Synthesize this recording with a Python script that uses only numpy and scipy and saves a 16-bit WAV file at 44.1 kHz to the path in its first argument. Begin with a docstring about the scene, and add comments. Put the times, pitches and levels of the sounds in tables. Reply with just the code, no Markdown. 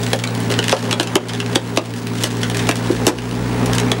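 """Outdoors by a log pile, the camera's microphone close to a running engine.
The engine drives a cone screw that forces a log apart. Fibres crackle and splinters snap under the
strain; the big cracks also thump the log, and the ground and the pile scatter the sound back.
The camera adds a thin whine; its gain control ducks the engine after big cracks and lets it swell back."""
import sys
import numpy as np
from scipy import signal
from scipy.fft import rfft, irfft
from scipy.io import wavfile
from scipy.ndimage import uniform_filter1d, minimum_filter1d

SR = 44100
rng = np.random.default_rng(int(sys.argv[2]) if len(sys.argv) > 2 else 0)


def dump(signal):
    """Clip the signal to [-1, 1] and save it as 16-bit WAV at the path in sys.argv[1]."""
    limited = np.clip(np.atleast_2d(signal).T, -1, 1)
    pcm = np.round(limited * 32767).astype(np.int16)
    wavfile.write(sys.argv[1], SR, pcm)


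N = 4 * SR


def amp(db):
    """Decibels to gain."""
    return 10 ** (np.asarray(db) / 20)


def unit(x):
    """Scales to rms 1."""
    return x / np.sqrt(np.mean(x ** 2) + 1e-20)


def curve(points):
    """A control curve at every sample."""
    return np.interp(np.arange(N) / SR, *np.transpose(points))


def spectrum_at(points, hz):
    """Interpolates on a log-frequency axis."""
    freq_hz, value = np.transpose(points)
    return np.interp(np.log(hz + 1), np.log(freq_hz + 1), value)


def add(mix, start_s, sound):
    """Mixes a sound in at a time."""
    part = mix[max(round(start_s * SR), 0):][:len(sound)]
    part += sound[:len(part)]


def band(x, hz, kind, order=2):
    """Butterworth filter."""
    return signal.sosfilt(signal.butter(order, hz, kind, fs=SR, output="sos"), x)


def drift(hz):
    """Random wander slower than about hz, rms 1."""
    rolloff = 1 + (np.fft.rfftfreq(N, 1 / SR) / hz) ** 4
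    return unit(irfft(rfft(rng.standard_normal(N)) / rolloff, N))


def coloured(x, points):
    """Minimum-phase filter of unit energy with the given spectral shape."""
    log_gain = np.log(amp(spectrum_at(points, abs(np.fft.fftfreq(4096, 1 / SR)))))
    taps = np.fft.ifft(np.exp(np.conj(signal.hilbert(log_gain)))).real[:2048]
    return signal.oaconvolve(x, taps / np.linalg.norm(taps))[:N]


# The engine's deep drone: time_s, level_db
DRONE_LEVEL = [(0, -40), (.3, -48), (1.5, -42), (2.1, -47), (2.55, -36), (2.8, -39), (3.05, -29),
               (3.6, -31), (4, -30)]
def drone(pitch_hz=55.2):
    """A low tone that wavers in level and pitch."""
    gain = amp(curve(DRONE_LEVEL) + 2 * drift(11))
    phase = 2 * np.pi * np.cumsum(pitch_hz * (1 + 0.015 * drift(6))) / SR
    return gain * np.sin(phase)


# Colour of the machinery from close by: freq_hz, relative_db
CLATTER_COLOUR = [(20, -28), (45, -41), (90, -4), (150, -12), (205, 2), (270, 2.5), (350, -6), (430, 1.5),
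                  (600, -6.5), (900, -5), (1250, -10.5), (1900, -12.5), (3000, -18), (5500, -23.5),
                  (10000, -29.5), (13000, -42), (16000, -43)]
def clatter(hum_phase, flicker_db=1.26):
    """Mechanical noise pulses with each firing."""
    bins = signal.stft(rng.standard_normal(N), nperseg=512)[2]
    patches = uniform_filter1d(rng.standard_normal(bins.shape), size=6, axis=0)
    patches = unit(uniform_filter1d(patches, size=8, axis=1))
    hiss = signal.istft(bins * amp(flicker_db * patches), nperseg=512)[1][:N]
    pulse = 1 + 0.21 * np.cos(hum_phase / 2) + 0.067 * np.cos(hum_phase)
    return unit(coloured(hiss * pulse, CLATTER_COLOUR))


# The engine's harmonics and a separate hum near 246 Hz: hum_multiple, level_db, unsteadiness
MACHINE_TONES = [(1, -19.5, 0.085), (1.5, -25.5, 0.11), (2, -33.5, 0.53), (2.105, -25, 0.25),
                 (2.5, -33, 0.48), (2.999, -42, 0.65), (3.5, -32.5, 0.77), (4, -45.5, 0.64)]
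def machine_tones(hum_phase):
    """Tones follow the engine's speed, each wavering in level and phase."""
    tones = np.zeros(N)
    for multiple, level_db, shake in MACHINE_TONES:
        phase = multiple * hum_phase + multiple ** 2  # the offset staggers the peaks
        wavering = (1 + shake * drift(9.6)) * np.cos(phase)
        flutter = shake * drift(42) * np.sin(phase)
        tones += amp(level_db) * (wavering + flutter)
    return tones


# The engine's main hum, twice the firing rate: time_s, hum_hz
ENGINE_HUM = [(0.0, 118.6), (0.09, 116.5), (3.04, 115.5), (3.39, 118.4), (3.89, 118), (4.0, 118)]
# Engine load, as heard in the machine's tones: time_s, gain_db
ENGINE_LOAD = [(0, -3), (.55, -0.5), (.9, 4), (1.5, 1.5), (2, -3), (2.55, -0.5), (3.05, 1), (3.4, 1),
               (3.75, 2.5), (4, 1)]
def engine():
    """The engine runs close by; under load its clatter swells more than its tones."""
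    hum_phase = 2 * np.pi * np.cumsum(curve(ENGINE_HUM) * (1 + 0.004 * drift(10.3))) / SR
    load_db = curve(ENGINE_LOAD)
    tones = machine_tones(hum_phase) * amp(load_db) + drone()
    return np.sqrt(2) * tones + clatter(hum_phase) * amp(-22 + 1.55 * load_db)


SPLINTER_LOW_CUT_HZ = 1060  # small splinters have no bass

# Fine crackle from the straining log: time_s, level_db
CRACKLE_LEVEL = [(0, -30), (.3, -38.5), (.47, -34.5), (.52, -42), (.74, -20), (.85, -24.5), (1.05, -65),
                 (1.22, -30), (1.32, -41), (1.65, -31), (2.15, -35.5), (2.235, -21), (2.29, -28),
                 (2.62, -34.5), (2.9, -30.5), (3.3, -31.5), (3.55, -74), (3.77, -52), (4, -37)]
def crackle(base_rate_hz=480, spread_db=4.5, decay_s=0.0019):
    """Single fibres break in clumps, most of them tiny."""
    chance, size, noise = rng.random(N), rng.exponential(1, N), rng.standard_normal(N)
    breaking = chance < base_rate_hz / SR * amp(3 * drift(40))
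    breaks = breaking * amp(spread_db * np.minimum(size, 3))
    tearing = signal.lfilter([1], [1, -np.exp(-1 / (decay_s * SR))], breaks)
    return band(unit(tearing * noise), SPLINTER_LOW_CUT_HZ, "high", order=1) * amp(curve(CRACKLE_LEVEL))


def fracture(level_db, length_s, treble_db, grain_db=3.5):
    """One fibre fails sharply, and its neighbours give way in an avalanche of a few milliseconds."""
    t = np.arange(4096) / SR
    noise, size = rng.standard_normal((2, len(t)))
    avalanche = noise * amp(grain_db * size) * np.exp(-(t / length_s) ** 2)
    first_fibre = amp(-6) * (t == 0)
    burst = avalanche / np.linalg.norm(avalanche) + first_fibre
    burst *= np.sqrt(length_s * SR / np.sum(burst ** 2))
    treble = band(burst, 6000, "high", order=1)
    return amp(level_db) * (burst + (amp(treble_db) - 1) * treble)


def ringing(burst, pitch_hz, ring_db, width_hz=394):
    """A loosened splinter adds a brief ring to its burst."""
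    radius = np.exp(-np.pi * width_hz / SR)
    pole = radius * np.exp(2j * np.pi * pitch_hz / SR)
    ring = 2 * signal.lfilter([1 - radius], [1, -pole], burst).real
    return 0.82 * burst + amp(ring_db) * ring


# Splinters snapping at the log: start_s, level_db, length_s, treble_db
SPLINTER_SNAPS = [(0.0646, -17, 0.0033, -2.5), (.159, -32, 0.0071, 12), (.1895, -18, 0.0066, -7),
                  (0.197, -23, 0.0053, -13), (0.238, -9, 0.0042, -6), (0.2743, -12.5, 0.0022, -6),
                  (0.35, -24, 0.0038, 8), (0.4026, -30.5, 0.0029, 14.5), (0.514, -19, 0.0033, 7),
                  (0.521, -13.5, 0.0057, -8), (0.539, -14, 0.0037, -15), (0.6274, -10, 0.003, -20),
                  (0.6412, -7.5, 0.0039, -4), (0.682, -2, 0.0019, -4), (0.6945, -2, 0.0032, -16),
                  (0.714, -12, 0.0076, -1), (0.72, -4.5, 0.0044, -13), (0.765, -9.5, 0.0089, -14),
                  (0.852, -16, 0.0024, -3), (0.9103, -6, 0.0071, -4), (1.03, -9, 0.0054, 5.5),
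                  (1.0722, -9, 0.0045, -3), (1.285, -20, 0.0056, 8), (1.293, -10, 0.0086, -19),
                  (1.3346, -7, 0.0027, -11), (1.349, -12, .003, -9), (1.4017, -7, 0.0052, -31),
                  (1.462, -11, 0.0027, -23), (1.529, -18, 0.0039, -4), (1.551, -15.5, 0.0076, 0),
                  (1.762, -24.5, 0.0087, 7), (1.938, -17.5, 0.0015, 1.5), (2.07, -21, 0.0019, 9),
                  (2.236, -15, 0.0032, 10), (2.4319, -10.5, 0.0056, -16), (2.4486, -20, .003, -15.5),
                  (2.499, -17, 0.003, 5.5), (2.5455, -17.5, 0.0044, -1), (2.5696, -26.5, 0.0044, 15),
                  (2.5917, -15, 0.0095, -15), (2.6696, -21, 0.0079, -3), (2.7117, -8, 0.0032, 0.5),
                  (2.756, -15.5, 0.0027, 4.5), (2.768, -26, 0.0029, 13), (3.185, -11, 0.0042, -21),
                  (3.312, -23, .002, 10), (3.352, -31.5, 0.00067, 18), (3.6595, -22, 0.0058, 9.5),
                  (3.733, -15, 0.0023, 6.5), (3.7496, -20, 0.0084, 6), (3.7826, -7, 0.0035, -4),
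                  (3.7995, -13.5, 0.0035, 4.5)]
def snaps(ring_hz=2780):
    """Small splinters break, and no two ring alike."""
    mix = np.zeros(N)
    for start_s, level_db, length_s, treble_db in SPLINTER_SNAPS:
        snap = band(fracture(level_db, length_s, treble_db), SPLINTER_LOW_CUT_HZ, "high", order=1)
        pitch_hz = ring_hz * np.exp(0.12 * rng.standard_normal())
        add(mix, start_s, ringing(snap, pitch_hz, ring_db=-1.5))
    return mix


# Modes of the log: pitch_multiple, relative_db, t60_s
LOG_MODES = [(1.002, 11, .032), (1.25, 0, 0.034), (1.6, -8.5, 0.049), (2.2, -20, 0.09), (3.3, -46, 0.012)]
def thump(level_db, pitch_hz, rumble_db, rise_s=0.0034, rumble_s=0.0044):
    """The log springs open: damped modes, a hollow blow and a short rough rumble."""
    t = np.arange(6000) / SR
    modes = np.zeros(len(t))
    for multiple, relative_db, t60_s in LOG_MODES:
        mode_hz = pitch_hz * multiple * (1 + 0.0061 * rng.standard_normal())
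        modes += amp(relative_db - 60 * t / t60_s) * np.sin(2 * np.pi * mode_hz * t)
    push = rng.standard_normal(len(t)) * np.exp(-t / rumble_s)
    blow = amp(-3.5) * (t == 0)
    rumble = band(push / np.linalg.norm(push) + blow, [400, 990], "band")
    rumble *= np.sqrt(rumble_s * SR / np.sum(rumble ** 2))
    rise = 1 - np.exp(-(t / rise_s) ** 2)
    return 2 * rise * amp(level_db) * modes + amp(rumble_db) * rumble


# Cracks through the log: start_s, level_db, length_s, treble_db, ring_hz, thump_db, thump_hz, rumble_db
LOG_CRACKS = [(.1316, -9, 0.0053, -2.5, 3040, -17, 531, -17),
              (.502, -17.5, 0.0045, -2, 3030, -18, 412, -25),
              (0.5895, -7.5, 0.0042, -12, 3020, -15, 441, -43),
              (0.7265, 4, 0.0009, -14, 2620, -2.5, 457, 5), (0.9275, 0.5, .003, -4, 3260, -12.5, 400, -18),
              (0.9985, 2.5, 0.0032, -16, 2650, -4.5, 351, -13),
              (1.007, -15, 0.011, 7.5, 2580, -10, 296, -11), (1.155, 8, 0.0029, 0.5, 3140, 4.5, 386.5, 1),
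              (1.5564, -1.5, 0.0051, -2.5, 3340, -4, 339, -8), (1.773, 0, 0.0029, -7, 2700, -7, 322, -6.5),
              (2.24, -9, 0.0029, 5.5, 2880, -19, 336, -20), (2.6902, -10.5, .007, 0.5, 2420, -12, 312, -9),
              (2.8985, -38, .003, -6, 1960, -5.5, 354, -30),
              (3.0673, -2, 0.002, 17.5, 2520, -0.5, 337, -2.5), (3.078, -7, 0.019, 4.5, 1480, 3.5, 330, 0),
              (3.9165, -9, 0.0044, 0.5, 3280, -14.5, 423, -20)]
def cracks():
    """Each crack tears fibres and thumps the log; returns the two layers apart."""
    tears, thumps = np.zeros((2, N))
    for start_s, level_db, length_s, treble_db, ring_hz, thump_db, thump_hz, rumble_db in LOG_CRACKS:
        add(tears, start_s, ringing(fracture(level_db, length_s, treble_db), ring_hz, ring_db=2.5))
        add(thumps, start_s, thump(thump_db, thump_hz, rumble_db))
    return tears, thumps


# Colour of breaking wood: freq_hz, relative_db
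WOOD_COLOUR = [(150, -10), (400, 2.5), (800, 0.5), (1200, -4.5), (1700, 3.5), (2200, -2.5), (3000, 0),
               (4200, -2), (6500, -5), (10000, -9.5), (12300, -18.5), (13200, -19.5), (16000, -27)]
def log_splitting(travel_s_at_1khz=0.002003):
    """Crackle, cracks and snaps travel through the wood as bending waves, treble first."""
    fibres = crackle()
    tears, thumps = cracks()
    wood = coloured(fibres + tears + snaps(), WOOD_COLOUR) + thumps
    hz = np.fft.rfftfreq(2 * N, 1 / SR)
    slowness = np.sqrt(1000 / np.maximum(hz, 250))
    delay_s = travel_s_at_1khz * (slowness - slowness[len(hz) // 2])
    lag_cycles = np.cumsum(delay_s) * hz[1]
    return irfft(rfft(wood, 2 * N) * np.exp(-2j * np.pi * lag_cycles))[:N]


# Decay of the echoes off the ground and the log pile: freq_hz, t60_s
SCATTER_DECAY = [(200, 0.17), (1000, 0.12), (4000, 0.074), (14000, 0.059)]
def scatter(near_db=-7, far_db=-19.5, far_t60_s=0.24):
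    """Impulse response: a short scatter from nearby wood and a faint longer tail."""
    t = np.arange(24000) / SR
    near, far = rng.standard_normal((2, len(t))) * (rng.random((2, len(t))) < .1)
    hz, frame_s, bins = signal.stft(near * np.minimum(t / 0.0088, 1) ** 2, SR, nperseg=128)
    decay = amp(-60 * frame_s / spectrum_at(SCATTER_DECAY, hz)[:, None])
    near = signal.istft(bins * decay, SR, nperseg=128)[1][:len(t)]
    near = band(near, 436, "high")  # the small pieces lying around reflect little bass
    far = band(far, 2300, "low", order=1) * np.minimum(t / 0.033, 1) * amp(-60 * t / far_t60_s)
    return amp(near_db) * near / np.linalg.norm(near) + amp(far_db) * far / np.linalg.norm(far)


def yard(direct, tails=7):
    """Short, diffuse echoes off the ground and log pile; random tails alternate so no pitch rings."""
    tail = np.arange(N) // 1500 % tails
    fades = (uniform_filter1d(1. 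* (tail == k), size=64) for k in range(tails))
    return direct + sum(signal.oaconvolve(direct * fade, scatter())[:N] for fade in fades)


def gain_control(x, threshold_db=-15.5, attack_s=0.015, quick_s=0.091, slow_s=0.44):
    """The camera turns down after a loud sound, then recovers in a quick and a slow part."""
    t = np.arange(N) / SR
    power = abs(uniform_filter1d(band(x, 470, "high", order=1) ** 2, size=176))
    log_excess = np.log(np.maximum(10 * np.log10(power + 1e-12) - threshold_db, 1e-6))
    # each peak over the threshold is caught and dies away exponentially
    quick, slow = (np.exp(np.maximum.accumulate(log_excess + t / s) - t / s) for s in (quick_s, slow_s))
    pole = np.exp(-1 / (attack_s * SR))
    duck_db = signal.lfilter([1 - pole], [1, -pole], 0.48 * quick + 0.52 * slow)
    return x * amp(-duck_db)


def limiter(x, ceiling=0.88):
    """The gain dips briefly around peaks above the ceiling."""
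    gain = ceiling / np.maximum(abs(x), ceiling)
    return x * uniform_filter1d(minimum_filter1d(gain, size=25), size=25)


def scene():
    """At the microphone, in mono: the splitting log in front of the engine."""
    return (yard(log_splitting()) + engine())[None]


def record(dry):
    """The camera: thin electronic whine, gain control, peak limiter, band limit."""
    whine_hz, whine_db, edge_hz = 15661, -47.5, 16300
    whine = np.sqrt(2) * amp(whine_db) * np.sin(2 * np.pi * whine_hz * np.arange(N) / SR)
    levelled = limiter(gain_control(dry[0] + whine))
    lowpass = signal.firwin(255, edge_hz, window=("kaiser", 8), fs=SR)
    return signal.oaconvolve(levelled, lowpass, "same")[None]


dry = scene()
out = record(dry)
dump(out)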